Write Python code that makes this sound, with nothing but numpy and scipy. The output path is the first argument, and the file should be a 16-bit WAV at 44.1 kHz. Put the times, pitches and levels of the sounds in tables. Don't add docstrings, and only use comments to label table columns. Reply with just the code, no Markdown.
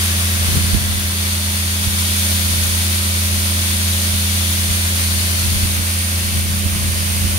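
import sys
import numpy as np
from scipy import signal
from scipy.fft import rfft, irfft, next_fast_len
from scipy.io import wavfile
from scipy.ndimage import uniform_filter1d, map_coordinates

SR = 44100
rng = np.random.default_rng(int(sys.argv[2]) if len(sys.argv) > 2 else 0)


def digitize_waveform(pressure):
    field = np.atleast_2d(pressure).T
    bounded = np.clip(field, -1, 1)
    quanta = np.round(bounded * 32767).astype(np.int16)
    wavfile.write(sys.argv[1], SR, quanta)


N = 325458


def from_db(db):
    return 10 ** (np.asarray(db) / 20)


def rms_one(x):
    return x / np.sqrt(np.mean(x ** 2) + 1e-20)


def in_time(rows):
    s, *columns = np.transpose(rows)
    return [np.interp(np.arange(N) / SR, s, column) for column in columns]


def at_hz(points, hz):
    f, value = np.transpose(points)
    return np.interp(np.log(hz + 1), np.log(f), value)


def shaped(x, gain_at):
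    size = next_fast_len(N, True)
    hz = np.arange(size // 2 + 1) * SR / size
    return irfft(rfft(x, size) * gain_at(hz), size)[..., :N]


def coloured(x, spectrum):
    return rms_one(shaped(x, lambda hz: from_db(at_hz(spectrum, hz))))


def resonance(hz, centre_hz, width_hz):
    return 1 / (1 + (2 * (hz - centre_hz) / width_hz) ** 2)


def drift(points_per_s):
    points = rng.standard_normal(400)
    return np.interp(np.arange(N) / SR * points_per_s, np.arange(len(points)), points)


def swell(s, width_s):
    return np.exp(-np.minimum(((np.arange(N) / SR - s) / width_s) ** 2, 50))


def panned(balance_db):
    return from_db(np.array([[.5], [-.5]]) * balance_db)


def delayed(x, ms):
    return map_coordinates(x, [np.arange(N) - ms * SR / 1000], order=3, mode="nearest")


# pitch_hz [Hz], density_db [dB per Hz]
RUMBLE_SPECTRUM = [(15, -30), (30, -9), (55, -3.5), (80, 2.5), (130, -9.5), (220, -9), (350, -16),
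                   (600, -20), (1500, -57)]


def rumble(level_db=-35.0):
    return from_db(level_db) * coloured(rng.standard_normal(N), RUMBLE_SPECTRUM)


# pitch_hz [Hz], density_db [dB per Hz]
TURBULENCE = [(15, -40), (30, -19), (50, -1), (80, -1), (130, -5), (220, -15), (350, -23), (600, -33),
              (1500, -48)]
# height_s [s], level_db [dB before the wind's overall level], swell_and_fall_s [s]
GUST_TIMES = [(.6, -21, 0.22), (.93, -26, 0.14), (1.9, -31, .1), (2.6, -27.5, 0.25), (3.35, -30, 0.093),
              (4.65, -33, .15), (5.15, -30.5, 0.17), (5.57, -22.5, 0.17), (6.4, -26, 0.22),
              (6.83, -24, 0.23), (7.28, -23, 0.18)]
# centre_s [s], peak_db [dB], balance_db [left minus right, dB], length_s [s]
BUFFET_BUMPS = [(0.557, -14, 3, 0.0011), (0.57, -16, 17, 0.0018), (0.749, -10, -15.5, 0.0019),
                (1.877, -15, -5, 0.0027), (4.139, -23, -11, 0.0053), (4.707, -21, -17, 0.0037),
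                (5.468, -23, -20, 0.0018), (5.557, -18, -12, 0.004), (5.632, -14, -6, 0.0029),
                (5.798, -16, -10, 0.0025), (6.371, -11, 4, 0.003), (6.661, -18, -12, 0.0018),
                (6.755, -19, 16, 0.0041), (7.245, -20, -16, 0.0018)]
WAKE_DB, WAKE_S = -7.5, .025


def wind(level_db=-2, lumpy_db=1.5, gust_balance_db=1.0):
    gusts = sum(from_db(db) * swell(s, width_s) for s, db, width_s in GUST_TIMES)
    gusts = gusts * panned(gust_balance_db)
    wakes = sum(from_db(db + WAKE_DB) * panned(balance_db) * swell(s, WAKE_S)
                for s, db, balance_db, _ in BUFFET_BUMPS)
    lumps = from_db(lumpy_db * np.array([drift(20), drift(20)]))
    eddies = coloured(rng.standard_normal((2, N)), TURBULENCE)
    eddies = eddies / np.sqrt(uniform_filter1d(eddies ** 2, size=SR // 16) + 1e-9)
    return from_db(level_db) * np.hypot(gusts * lumps, wakes) * eddies


def buffets():
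    out = np.zeros((2, N))
    for s, db, balance_db, length_s in BUFFET_BUMPS:
        u = (np.arange(N) / SR - s) / length_s
        bump = (1 - u ** 2) / (1 + u ** 2) ** 2
        out += from_db(db) * panned(balance_db) * bump
    return out


# [dB rms, before waver and balance]
DRIVE_TONES = [(203.2, -31.0), (297.4, -50.5), (595.5, -56.5), (609.7, -58.5)]


def auger_drive(waver_db=1.0, slip_hz=0.29, balance_db=1.5):
    time = np.arange(N) / SR + np.cumsum(slip_hz * drift(3.14)) / SR / DRIVE_TONES[0][0]
    time = time - np.array([[.2e-3], [0]])
    hum = np.zeros((2, N))
    for hz, db in DRIVE_TONES:
        hum += from_db(db + waver_db * drift(5.3)) * np.sqrt(2) * np.sin(2 * np.pi * hz * time)
    return hum * panned(balance_db)


FIRING_HZ, CYLINDERS = 85.5, 6
# multiple [of the four-stroke cycle rate], level_db [dB re the engine level]
EXHAUST_LINES = [(6, -0.5), (12, -21.5), (16, -27), (24, -27), (26, -32.5), (38, -29), (43, -32),
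                 (46, -42.5), (48, -30), (64, -39), (74, -29), (87, -35)]


def exhaust(cycles, firing_db, upper_db, flutter_db=2.0):
    left_lag = np.array([[.3e-3], [0]]) * FIRING_HZ / CYLINDERS
    out = np.zeros((2, N))
    for multiple, db in EXHAUST_LINES:
        order = round(multiple)
        lift_db = 0 if order == CYLINDERS else upper_db + flutter_db * drift(7)
        tone = np.sin(2 * np.pi * (order * (cycles - left_lag) + rng.random()))
        out += from_db(firing_db + db + lift_db) * np.sqrt(2) * tone
    return out


# pitch_hz [Hz], density_db [dB per Hz]
BLOCK_SPECTRUM = [(100, -17), (260, -10), (600, 3), (800, 3.5), (1200, 3.5), (1700, -1.5), (3000, -37)]


def clatter(cycles, knock_s=0.0065, knock_rough=0.32, cylinder_spread=0.3):
    fired = np.flatnonzero(np.diff(np.floor(cycles * CYLINDERS)))
    size = SR // 40
    decay = np.exp(-np.arange(size) / SR / knock_s)
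    strength = np.exp(cylinder_spread * np.cos(np.arange(CYLINDERS) * 2))
    knocks = rng.standard_normal((CYLINDERS, 2, size)) * strength[:, None, None]
    out = np.zeros((2, N + size))
    for k, i in enumerate(fired):
        fresh = knock_rough * rng.standard_normal((2, size))
        out[:, i:i + size] += decay * (knocks[k % CYLINDERS] + fresh)
    return coloured(out[:, :N], BLOCK_SPECTRUM)


# [dB, before the line levels and balance]
ENGINE_LEVEL = [(0, -19), (.6, -19), (.85, -21.5), (1.7, -21), (2.3, -19.5), (5.4, -19.5), (6, -20.5),
                (7.38, -20)]
# [lag of the left port, ms]
POUR_BEARING = [(0, .21), (1.3, 0.27), (4.3, 0.27), (5.3, 0.23), (5.8, .335), (7.38, 0.37)]
FACING_LAG_MS = .275
UNCOVER_DB_PER_MS = 11


def engine(wander_hz=0.036, block_db=-43.0, block_balance_db=5.0, upper_follows=.6, balance_db=-0.5):
    firing_db, = in_time(ENGINE_LEVEL)
    lag_ms, = in_time(POUR_BEARING)
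    upper_db = upper_follows * (firing_db - firing_db.mean())
    upper_db = upper_db + UNCOVER_DB_PER_MS * (lag_ms - FACING_LAG_MS)
    cycles = np.cumsum(FIRING_HZ + wander_hz * drift(1.95)) / SR / CYLINDERS
    block = from_db(block_db + upper_db) * clatter(cycles) * panned(block_balance_db)
    return (exhaust(cycles, firing_db, upper_db) + block) * panned(balance_db)


def impacts(per_s, spread_db):
    sizes = from_db(spread_db * np.minimum(rng.exponential(1, N), 4)) * rng.standard_normal(N)
    return rms_one(sizes * (rng.random(N) < per_s / SR))


# pitch_hz [Hz], density_db [dB per Hz]
IMPACT_SPECTRUM = [(450, -9), (800, -10.5), (1500, -5.5), (1850, -4.5), (2700, -2), (3300, -5),
                   (4600, -3.5), (5300, -4), (6200, -3), (7800, -7), (9700, -6.5), (11300, -7),
                   (12500, -8.5), (15400, -9.5)]
# pitch_hz [Hz], width_hz [Hz], lift_db [dB]
SPOUT_AIR_MODES = [(3100, 130, 1.5), (3880, 110, 3.5), (5660, 210, 1), (9110, 200, 2.5), (11120, 230, 4),
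                   (12900, 260, 2), (15250, 250, -5)]


def spout_gain(hz):
    lift_db = sum(db * resonance(hz, f, width) for f, width, db in SPOUT_AIR_MODES)
    low_cut = hz ** 2 / (hz ** 2 + 100 ** 2)
    return from_db(at_hz(IMPACT_SPECTRUM, hz) + lift_db) * low_cut


# pitch_hz [Hz], width_hz [Hz], usual_lift_db [dB]
TUBE_WALL_MODES = [(3490, 330, 4), (4350, 270, 4)]
# height_s [s], swell_and_fall_s [s],
# lower_mode_extra_db [dB], upper_mode_extra_db [dB]
WALL_DWELLS = [(1.25, .4, 2.0, 2), (4.5, .35, 2, 0), (5.25, 0.33, -1.5, 3.5)]
RING_DB_PER_MS, RING_WANDER_DB = -18, 1


def spout_ring(body, turn_ms):
    out = body
    for k, (f, width, usual_db) in enumerate(TUBE_WALL_MODES):
        mode = shaped(body, lambda hz: resonance(hz, f, width))
        dwell_db = sum(extra_db[k] * swell(s, width_s) for s, width_s, *extra_db in WALL_DWELLS)
        turn_db = RING_DB_PER_MS * np.abs(turn_ms)
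        lift_db = usual_db + dwell_db + turn_db + RING_WANDER_DB * drift(3.02)
        out = out + (from_db(lift_db) - 1) * mode
    return out


# [dB, before added layers and balance]
POUR_LEVEL = [(0, -24.5), (.55, -25), (.78, -27), (1.8, -26), (2.2, -23.5), (3.2, -25), (4.3, -24.5),
              (5.4, -25), (6.1, -26.5), (6.75, -27.5), (7.1, -26)]
# pitch_hz [Hz], level_db [dB re the left port]
RIGHT_PORT = [(500, -11.5), (900, -1.4), (1450, 3), (1900, -0.5), (2500, -2), (4300, -3.5), (5200, -6.5),
              (6800, -2.5), (7900, -3.7), (8500, 6.4), (9100, 10.5), (10300, 6), (13000, 4), (15400, 3)]
# pitch_hz [Hz], likeness [0 to 1]
PORT_LIKENESS = [(200, 1), (550, 0.63), (1000, 0.51), (1900, 0.43), (3500, 0.075), (8000, 0.041),
                 (15000, .05)]
# pitch_hz [Hz], strength [share of the rush]
RIM_ECHO_STRENGTH = [(400, 0.16), (1900, 0.15), (4500, 0.088), (7500, 0.022)]
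USUAL_POUR_DB = -25.5
FIZZ_DB, HOLLOW_DB, HOLLOW_FOLLOWS = -1.83, -1.5, 0.66
STEEP_DB, LIFT_S = 1.5, 1.4
WALL_ECHO_MS, RIM_ECHO_MS = 3.15, 0.73
WALL_MS_PER_MS, BALANCE_DB_PER_MS = 9.0, -9
TURNED_HZ, TURNED_WIDTH_HZ, TURNED_DB_PER_MS = 2880, 640, 16


def peas(bounces_per_s=40000, spread_db=0.3, clump_db=0.47, wall_echo=0.12, balance_db=0.88):
    pour_db, = in_time(POUR_LEVEL)
    lag_ms, = in_time(POUR_BEARING)
    swing_db = pour_db - USUAL_POUR_DB
    turn_ms = lag_ms - FACING_LAG_MS
    direct, left, right = [impacts(bounces_per_s, spread_db) for _ in range(3)]
    alike = lambda hz: np.clip(at_hz(PORT_LIKENESS, hz), 0, 1)
    rush = shaped(np.array([delayed(direct, lag_ms), direct]), lambda hz: np.sqrt(alike(hz)))
    rush += shaped(np.array([left, right]), lambda hz: np.sqrt(1 - alike(hz)))
    echo_ms = WALL_ECHO_MS + WALL_MS_PER_MS * turn_ms
    rush += wall_echo * np.array([delayed(rush[0], echo_ms), delayed(rush[1], echo_ms * .7)])
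    rim = np.array([delayed(side, RIM_ECHO_MS) for side in rush])
    rush -= shaped(rim, lambda hz: at_hz(RIM_ECHO_STRENGTH, hz))
    port_gain = lambda hz: from_db(np.array([[0], [1]]) * at_hz(RIGHT_PORT, hz))
    rush = shaped(rush, lambda hz: spout_gain(hz) * port_gain(hz))
    fizz = shaped(rush, lambda hz: 1 / (1 + (7500 / (hz + 1)) ** 8))
    hollow = shaped(rush, lambda hz: 1 / (1 + (hz / 2300) ** 8))
    body = rush - fizz - hollow
    hollow_db = HOLLOW_DB + (HOLLOW_FOLLOWS - 1) * swing_db + STEEP_DB * swell(0, LIFT_S)
    rush = spout_ring(body, turn_ms) + from_db(FIZZ_DB) * fizz + from_db(hollow_db) * hollow
    rush = rush / np.std(body)
    band = shaped(rush, lambda hz: resonance(hz, TURNED_HZ, TURNED_WIDTH_HZ))
    rush = rush + (from_db(TURNED_DB_PER_MS * np.abs(turn_ms)) - 1) * band
    level = from_db(pour_db + clump_db * drift(25))
    return rush * level * panned(balance_db + BALANCE_DB_PER_MS * turn_ms)


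def scene():
    return rumble() + wind() + buffets() + auger_drive() + engine() + peas()


def record(dry, low_cut_hz=29, top_cut_hz=15750):
    sound = signal.sosfilt(signal.butter(2, low_cut_hz, "high", fs=SR, output="sos"), dry)
    sound = sound / (1 + (sound / .95) ** 8) ** (1 / 8)
    return shaped(sound, lambda hz: np.clip((top_cut_hz - hz) / 100 + .5, 0, 1))


dry = scene()
out = record(dry)
digitize_waveform(out)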